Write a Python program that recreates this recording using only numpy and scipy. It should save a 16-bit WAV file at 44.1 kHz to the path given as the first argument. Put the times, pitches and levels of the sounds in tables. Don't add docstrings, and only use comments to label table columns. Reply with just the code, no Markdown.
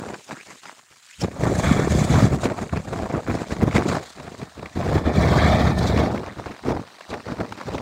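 import sys
import numpy as np
from scipy import signal
from scipy.fft import rfft, irfft, next_fast_len
from scipy.io import wavfile
from scipy.ndimage import uniform_filter1d

SR = 44100
rng = np.random.default_rng(int(sys.argv[2]) if len(sys.argv) > 2 else 0)


def to_wav(sig):
    pcm = np.clip(np.atleast_2d(sig), -1, 1) * 32767
    pcm = np.round(pcm).astype(np.int16)
    wavfile.write(sys.argv[1], SR, pcm.T)


N = 344421
TIME = np.arange(N) / SR
NEARNESS = np.clip((TIME - 2.4) / 3.17, 0, 1)
FFT_SIZE = next_fast_len(N, real=True)
BIN_HZ = np.fft.rfftfreq(FFT_SIZE, 1 / SR)

# time_s, share (0-1)
SURGE_CURVE = [(1.3, 0), (1.67, 0.47), (2.26, 0.47), (2.36, 0.02), (4.9, 0.07), (5.2, 0.8), (5.45, 0.94),
               (6.05, 0.34), (6.2, 0)]
EXHAUST_HARMONICS = [-24, -28.5, -36]
# pitch_hz, level_db
GEAR_TONES = [(624.5, -36), (1793, -41.5)]
# start_s, length_s, level_db
STALK_CLUMPS = [(1.21, 0.013, -30), (2.44, 0.013, -37), (3.752, .02, -33.5), (3.885, 0.0068, -34.5),
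                (5.785, 0.0059, -32.5), (5.828, 0.011, -34.5), (5.872, 0.015, -30.5), (7.1, 0.01, -44)]
# time_s, level_db
HISS_FLOOR = [(0, -48), (.68, -49), (.87, -58.5), (1.12, -47), (1.3, -52.5), (4.05, -48), (4.6, -52.5),
              (7.8, -51)]
# start_s, length_s, buffet_db, rumble_db, crackle_and_roar_db, hiss_db
WIND_GUSTS = [(0, 0.13, -32, -45.5, -37.5, -54), (0.29, 0.046, -34.5, -63, -36.5, -48.5),
              (0.471, 0.059, -47, -64.5, -40.5, -50), (0.644, 0.065, -50.5, -82, -40.5, -51),
              (0.773, 0.02, -59, -78, -46.5, -54), (0.91, 0.018, -59.5, -63, -49.5, -56),
              (1.221, 0.031, -24.5, -25, -35, -44), (1.332, 0.016, -31, -40, -40.5, -52),
              (1.395, 0.047, -26, -27.5, -37, -45), (1.425, 0.12, -21, -24.5, -37, -40.5),
              (1.557, 0.065, -24.5, -32, -35.5, -35), (1.639, 0.11, -25.5, -20.5, -27.5, -34.5),
              (1.763, 0.1, -23.5, -24, -31.5, -38), (1.905, 0.15, -23.5, -23, -34, -32.5),
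              (2.091, 0.17, -20, -18, -30, -33.5), (2.31, 0.05, -23.5, -21, -36.5, -41.5),
              (2.437, 0.011, -16, -21.5, -24, -33), (2.503, 0.0062, -22.5, -37, -29.5, -49),
              (2.578, 0.063, -28.5, -33, -37, -45), (2.728, 0.052, -28, -25, -32.5, -52),
              (2.855, 0.085, -33.5, -36, -42, -52), (2.929, 0.13, -26, -31, -40.5, -47.5),
              (3.103, 0.025, -26.5, -37, -36.5, -57), (3.139, 0.031, -22, -28.5, -35, -52),
              (3.283, 0.027, -22.5, -23, -30.5, -49), (3.34, 0.012, -23, -28, -31.5, -40.5),
              (3.395, 0.024, -27.5, -35, -31.5, -44.5), (3.501, 0.038, -26, -31, -33, -41.5),
              (3.599, 0.083, -22, -20, -34.5, -53), (3.747, 0.044, -18.5, -20.5, -21, -38.5),
              (3.856, 0.11, -22.5, -28.5, -30, -38), (4.015, 0.091, -54, -72, -43.5, -46.5),
              (4.17, 0.173, -38.5, -46.5, -44, -68), (4.404, 0.0073, -30, -31.5, -42, -44.5),
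              (4.573, 0.078, -36.5, -40.5, -45, -61), (4.764, 0.17, -24.5, -26, -34.5, -45),
              (4.916, 0.073, -19.5, -20.5, -32.5, -42), (5.064, 0.026, -17, -24, -31.5, -45),
              (5.156, 0.55, -20.5, -19.5, -30.5, -36.5), (5.324, 0.21, -43, -33, -29.5, -39.5),
              (5.726, 0.034, -31, -23, -54, -47), (5.778, 0.22, -23.5, -20.5, -36, -40.5),
              (5.964, 0.1, -19, -27, -31, -40.5), (6.083, 0.1, -25.5, -30, -48, -48),
              (6.209, 0.098, -35, -41.5, -37.5, -59), (6.373, 0.036, -34.5, -38, -43, -56),
              (6.467, 0.035, -32.5, -37.5, -34, -55), (6.645, 0.15, -28.5, -35, -42, -68),
              (6.673, 0.039, -19, -25, -34.5, -43), (7.109, 0.036, -26.5, -38, -31, -47),
              (7.267, 0.057, -28, -35.5, -36, -50.5), (7.397, 0.0084, -21, -29, -30, -59),
              (7.511, 0.011, -35.5, -37, -47, -53), (7.579, 0.048, -36.5, -55, -38, -51),
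              (7.677, 0.012, -26.5, -29, -35, -45), (7.727, 0.049, -27, -33, -36.5, -44)]
# time_s, peak_db, pitch_hz
VORTICES = [(1.248, -14.5, 398), (1.52, -11, 443), (1.589, -13, 137), (1.716, -5, 192), (1.797, -8, 365),
            (1.876, -9.5, 330), (1.951, -10, 300), (1.961, -10, 110), (2.02, -9.5, 150), (2.169, -14, 95),
            (2.184, -8.5, 190), (2.23, -4.5, 179), (2.246, -4, 148), (2.748, -18.5, 100), (3.305, -16, 194),
            (3.785, -9.5, 280), (3.863, -11.5, 300), (5.184, -6.5, 145), (5.46, -12, 145), (5.548, -8, 145)]
# start_s, level_db
DRY_SNAPS = [(0.141, -20), (0.429, -35), (0.654, -24.5), (0.6818, -37), (1.2426, -17.5), (2.4546, -12),
             (2.693, -26), (2.756, -32), (3.302, -26), (3.71, -19.5), (3.952, -18.5), (4.415, -24.5),
             (4.6576, -21), (5.08, -26), (5.974, -13), (6.1758, -20.5), (7.0075, -22.5), (7.1382, -17),
             (7.318, -25), (7.402, -22), (7.522, -16), (7.78, -18.5)]
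# start_s, length_s, start_hz, end_hz, level_db
SWISH_GLIDES = [(0.336, 0.1, 1100, 2500, -42), (1.081, 0.08, 1257, 3290, -51),
                (1.207, 0.02, 5600, 5120, -33.5), (1.438, 0.067, 1340, 1128, -28.5)]

# frequency_hz, density_db
HOOD_SPECTRUM = [(250, -27), (520, -5), (720, 11.5), (900, -4.5), (1170, 0.5), (1600, -5), (1820, -4.5),
                 (2300, -4), (2750, -24), (3450, -9), (9000, -56)]
FAR_HISS_SPECTRUM = [(600, -20), (1590, -1), (2800, 2), (3890, 2), (5600, -1), (7160, 4), (9720, -10),
                     (13200, -20.5), (16000, -20)]
NEAR_HISS_SPECTRUM = [(1590, -37), (2700, -2), (3500, -0.5), (3920, 3), (5360, -4), (5770, -5), (7320, -8),
                      (10400, -22.5), (16000, -27.5)]
STEADY_HISS_SPECTRUM = [(1500, -25), (6500, -7.5), (8700, 2), (10500, -11), (16000, -11)]
# frequency_hz, density_db
BUFFET_SPECTRUM = [(40, -46), (110, -8), (200, 0), (400, -2), (700, -5), (880, -9.5), (1200, -15),
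                   (2500, -32), (8000, -77)]
RUMBLE_SPECTRUM = [(20, -27), (48, -19.5), (66, -7), (100, -4), (150, -7.5), (210, -11), (320, -24),
                   (2000, -64.5)]
CRACKLE_SPECTRUM = [(150, -45), (600, 3.5), (1050, 7.5), (1400, 5), (1900, 2), (2400, -1), (2950, -9.5),
                    (3350, -19), (5000, -13), (12000, -37)]
SNAP_SPECTRUM = [(200, -18), (900, 4.5), (2300, 2.5), (3300, -10), (5000, -14), (12000, -35)]

# far_db, near_db
BUFFET_LULL, RUMBLE_LULL, CRACKLE_LULL = (-76, -55.5), (-79, -76), (-53.5, -43)
# rise_db_per_s, arch_db, fall_db_per_s
BUFFET_SHAPE, RUMBLE_SHAPE, CRACKLE_SHAPE = (1260, 0.28, 260), (790, 1.7, 330), (570, 2.8, 286)
HISS_SHAPE, CLUMP_SHAPE = (350, 0.93, 500), (1500, 0.86, 1100)
LUMP_SHARES = (0.87, 0.94, 0.8, 0.59)


def tractor(buffet_db, surge, firing_hz=75.1, usual_gust_db=-30):
    shaft_s = np.cumsum(1 + 0.0022 * wander(5.73)) / SR
    drone = sum(gain_of(db) * np.sin(2 * np.pi * (order * firing_hz * shaft_s + rng.random()))
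                for order, db in enumerate(EXHAUST_HARMONICS, 1))
    rotor_s = shaft_s + np.cumsum(0.01 * wander(60)) / SR
    whine = sum(gain_of(db + 3.2 * wander(37)) * np.sin(2 * np.pi * hz * rotor_s)
                for hz, db in GEAR_TONES)
    return surge * gain_of(0.5 * (buffet_db - usual_gust_db)) * (drone + whine)


def roar_and_crackle(level_db, surge, eddies, faint_db=-51):
    hood = turbulence(HOOD_SPECTRUM, 0.29 * eddies, patch_db=3.0, window=1300)
    roar = hood - 0.5 * (1 - NEARNESS) * butterworth(hood, 3, 920)
    flutter_db = 3.4 * eddies + 2.6 * wander(380)
    flutter = turbulence(CRACKLE_SPECTRUM, flutter_db, patch_db=5.0, window=1300)
    crackle = gain_of(-5.0) * flutter + gain_of(-6.0) * ticks()
    faintness = 1 / (1 + gain_of(2 * (level_db - faint_db)))
    crackle -= faintness * butterworth(crackle, 3, 1250)
    blend = np.sqrt(surge) * gain_of(5.5) * roar + np.sqrt(1 - surge) * crackle
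    return gain_of(level_db - 1.33) * blend


def stalk_hiss(level_db, eddies, surge, notch_hz=2900, notch_width_hz=600):
    flicker_db = (1 - surge / 2) * (1.8 * eddies + 3.0 * wander(27) + 2.1 * wander(1700))
    far = turbulence(FAR_HISS_SPECTRUM, flicker_db, patch_db=2.5, window=1100)
    near = turbulence(NEAR_HISS_SPECTRUM, flicker_db, patch_db=2.5, window=1100)
    fizz = np.sqrt(1 - NEARNESS) * far + np.sqrt(NEARNESS) * near
    notch_band = signal.filtfilt(*signal.iirpeak(notch_hz, notch_hz / notch_width_hz, fs=SR), fizz)
    envelope = gain_of(swells(STALK_CLUMPS, CLUMP_SHAPE, level_db - 1.9))
    return envelope * (fizz - np.sqrt(surge) * notch_band)


def ground_reflection(direct, surge, delay_s=0.00177):
    reflected = np.interp(TIME - delay_s * (1 + 0.06 * wander(2)), TIME, direct)
    share = 0.4 * surge
    return (direct + share * reflected) / np.sqrt(1 + share ** 2)


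def wind(buffet_db, rumble_db, eddies, hard_db=-17.0):
    flutter_db = 3.6 * eddies + 3.2 * wander(70)
    buffet = turbulence(BUFFET_SPECTRUM, flutter_db, patch_db=4.0, window=900)
    rumble = turbulence(RUMBLE_SPECTRUM, 2.2 * wander(54), patch_db=0.0, window=1300)
    hardness = 1 / (1 + gain_of(-2 * (buffet_db - hard_db)))
    buffet = (1 - hardness) * buffet + hardness * unit_rms(butterworth(buffet, 2, 520))
    return gain_of(buffet_db - 1.58) * buffet + gain_of(rumble_db - 0.23) * rumble


def vortex_thumps(cycles=0.76, sag_s=0.014):
    out, t = np.zeros(N), np.arange(-1000, 1000) / SR
    for time_s, peak_db, pitch_hz in VORTICES:
        turns = pitch_hz * sag_s * (1 - np.exp(-t / sag_s))
        swirl = np.exp(-(t * pitch_hz / cycles) ** 2) * np.cos(2 * np.pi * turns)
        pressure = np.gradient(swirl, t) / (2 * np.pi * pitch_hz)
        add(out, time_s + t[0], gain_of(peak_db) * pressure)
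    return out


def snaps(attack_s=0.0012, length_s=0.0065):
    envelope, t = np.zeros(N), TIME[:1000]
    grain = turbulence(SNAP_SPECTRUM, 0, patch_db=2.0, window=100)
    burst = np.minimum(t / attack_s, 1) * np.exp(-(t / length_s) ** 4)
    for start_s, level_db in DRY_SNAPS:
        add(envelope, start_s, gain_of(level_db - 10.0) * burst)
    return grain * envelope


def ticks(per_second=170, spread_db=7.0, decay_s=0.00058):
    hits = rng.random(N) < per_second / SR
    sizes = gain_of(spread_db * np.minimum(rng.exponential(1, N), 2.7)) * hits
    envelope = signal.lfilter([1], [1, -np.exp(-1 / (decay_s * SR))], sizes)
    return unit_rms(coloured(envelope * rng.standard_normal(N), CRACKLE_SPECTRUM))


def swishes(width_hz=780):
    out = np.zeros(N)
    band = (wander(width_hz) + 1j * wander(width_hz)) * gain_of(4.6 * wander(170))
    for start_s, length_s, start_hz, end_hz, level_db in SWISH_GLIDES:
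        hz = np.geomspace(start_hz, end_hz, round(length_s * SR))
        carrier = np.exp(2j * np.pi * np.cumsum(hz) / SR)
        air = (band[round(start_s * SR):][:len(hz)] * carrier).real
        add(out, start_s, gain_of(level_db) * unit_rms(air) * signal.windows.tukey(len(hz), 0.5))
    return butterworth(out, 2, 800, "high")


def distant_hiss(level_db=-65.5):
    return gain_of(level_db) * unit_rms(coloured(rng.standard_normal(N), STEADY_HISS_SPECTRUM))


def gust_levels(surge, lump_hz=27.3, lump_db=2.5):
    start_s, length_s, *strengths = np.transpose(WIND_GUSTS)
    lumps = wander(lump_hz)
    lumps_db = lump_db * (1 - surge / 2) * unit_rms(lumps - uniform_filter1d(lumps, size=2600))
    lulls = [far + (near - far) * NEARNESS for far, near in (BUFFET_LULL, RUMBLE_LULL, CRACKLE_LULL)]
    lulls.append(curve(HISS_FLOOR))
    shapes = BUFFET_SHAPE, RUMBLE_SHAPE, CRACKLE_SHAPE, HISS_SHAPE
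    return [swells(np.c_[start_s, length_s, db], shape, lull, share * lumps_db)
            for db, shape, lull, share in zip(strengths, shapes, lulls, LUMP_SHARES)]


def swells(events, shape, lull_db, lumps_db=0):
    t = TIME[::32]
    start_s, length_s, event_db = np.transpose(events)[:, :, None]
    rise, arch_db, fall = shape
    age_s = t - start_s
    off_middle = 2 * np.clip(age_s / length_s, 0, 1) - 1
    held_db = event_db + arch_db * (0.5 - off_middle ** 2)
    level_db = held_db - rise * np.maximum(-age_s, 0) - fall * np.maximum(age_s - length_s, 0)
    power = np.interp(TIME, t, np.sum(gain_of(level_db) ** 2, axis=0))
    return 10 * np.log10(power * gain_of(lumps_db) ** 2 + gain_of(lull_db) ** 2)


def turbulence(spectrum, flicker_db, patch_db, window):
    noise = coloured(patchy(rng.standard_normal(N), patch_db) * gain_of(flicker_db), spectrum)
    power = uniform_filter1d(uniform_filter1d(noise ** 2, window), window)
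    return noise / np.sqrt(abs(power) + 1e-20)


def patchy(x, depth_db, bins=7, frames=6):
    spectra = signal.stft(x, nperseg=512, noverlap=384)[2]
    field = uniform_filter1d(rng.standard_normal(spectra.shape), bins, axis=0)
    field = unit_rms(uniform_filter1d(field, frames, axis=1))
    return signal.istft(spectra * gain_of(depth_db * field), nperseg=512, noverlap=384)[1][:N]


def wander(rate_hz):
    spectrum = rfft(rng.standard_normal(FFT_SIZE)) * np.exp(-(BIN_HZ / rate_hz) ** 2)
    return unit_rms(irfft(spectrum, FFT_SIZE)[:N])


def coloured(x, spectrum):
    hz, db = np.transpose(spectrum)
    response = gain_of(np.interp(np.log(BIN_HZ + 1), np.log(hz), db))
    return irfft(rfft(x, FFT_SIZE) * response, FFT_SIZE)[:N]


def butterworth(x, order, cutoff_hz, kind="low"):
    return signal.sosfiltfilt(signal.butter(order, cutoff_hz, kind, fs=SR, output="sos"), x)


def curve(rows):
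    return np.interp(TIME, *np.transpose(rows))


def add(mix, start_s, sound):
    part = mix[max(round(start_s * SR), 0):][:len(sound)]
    part += sound[:len(part)]


def gain_of(db):
    return 10 ** (np.asarray(db) / 20)


def unit_rms(x):
    return x / np.sqrt(np.mean(x ** 2) + 1e-20)


def scene():
    surge = np.clip(curve(SURGE_CURVE), 0, 1)
    buffet_db, rumble_db, crackle_db, hiss_db = gust_levels(surge)
    eddies = unit_rms(np.tanh(0.55 * wander(176)))
    air = wind(buffet_db, rumble_db, eddies) + vortex_thumps() + snaps() + swishes()
    noise = roar_and_crackle(crackle_db, surge, eddies) + stalk_hiss(hiss_db, eddies, surge)
    return (tractor(buffet_db, surge) + ground_reflection(noise, surge) + air + distant_hiss())[None]


def record(dry):
    ceiling, edge_hz = 0.72, 15800
    rounded = dry / (1 + (dry / ceiling) ** 4) ** 0.25
    lowpass = signal.firwin(511, edge_hz, window=("kaiser", 9), fs=SR)
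    return signal.oaconvolve(rounded, lowpass[None], "same")


dry = scene()
out = record(dry)
to_wav(out)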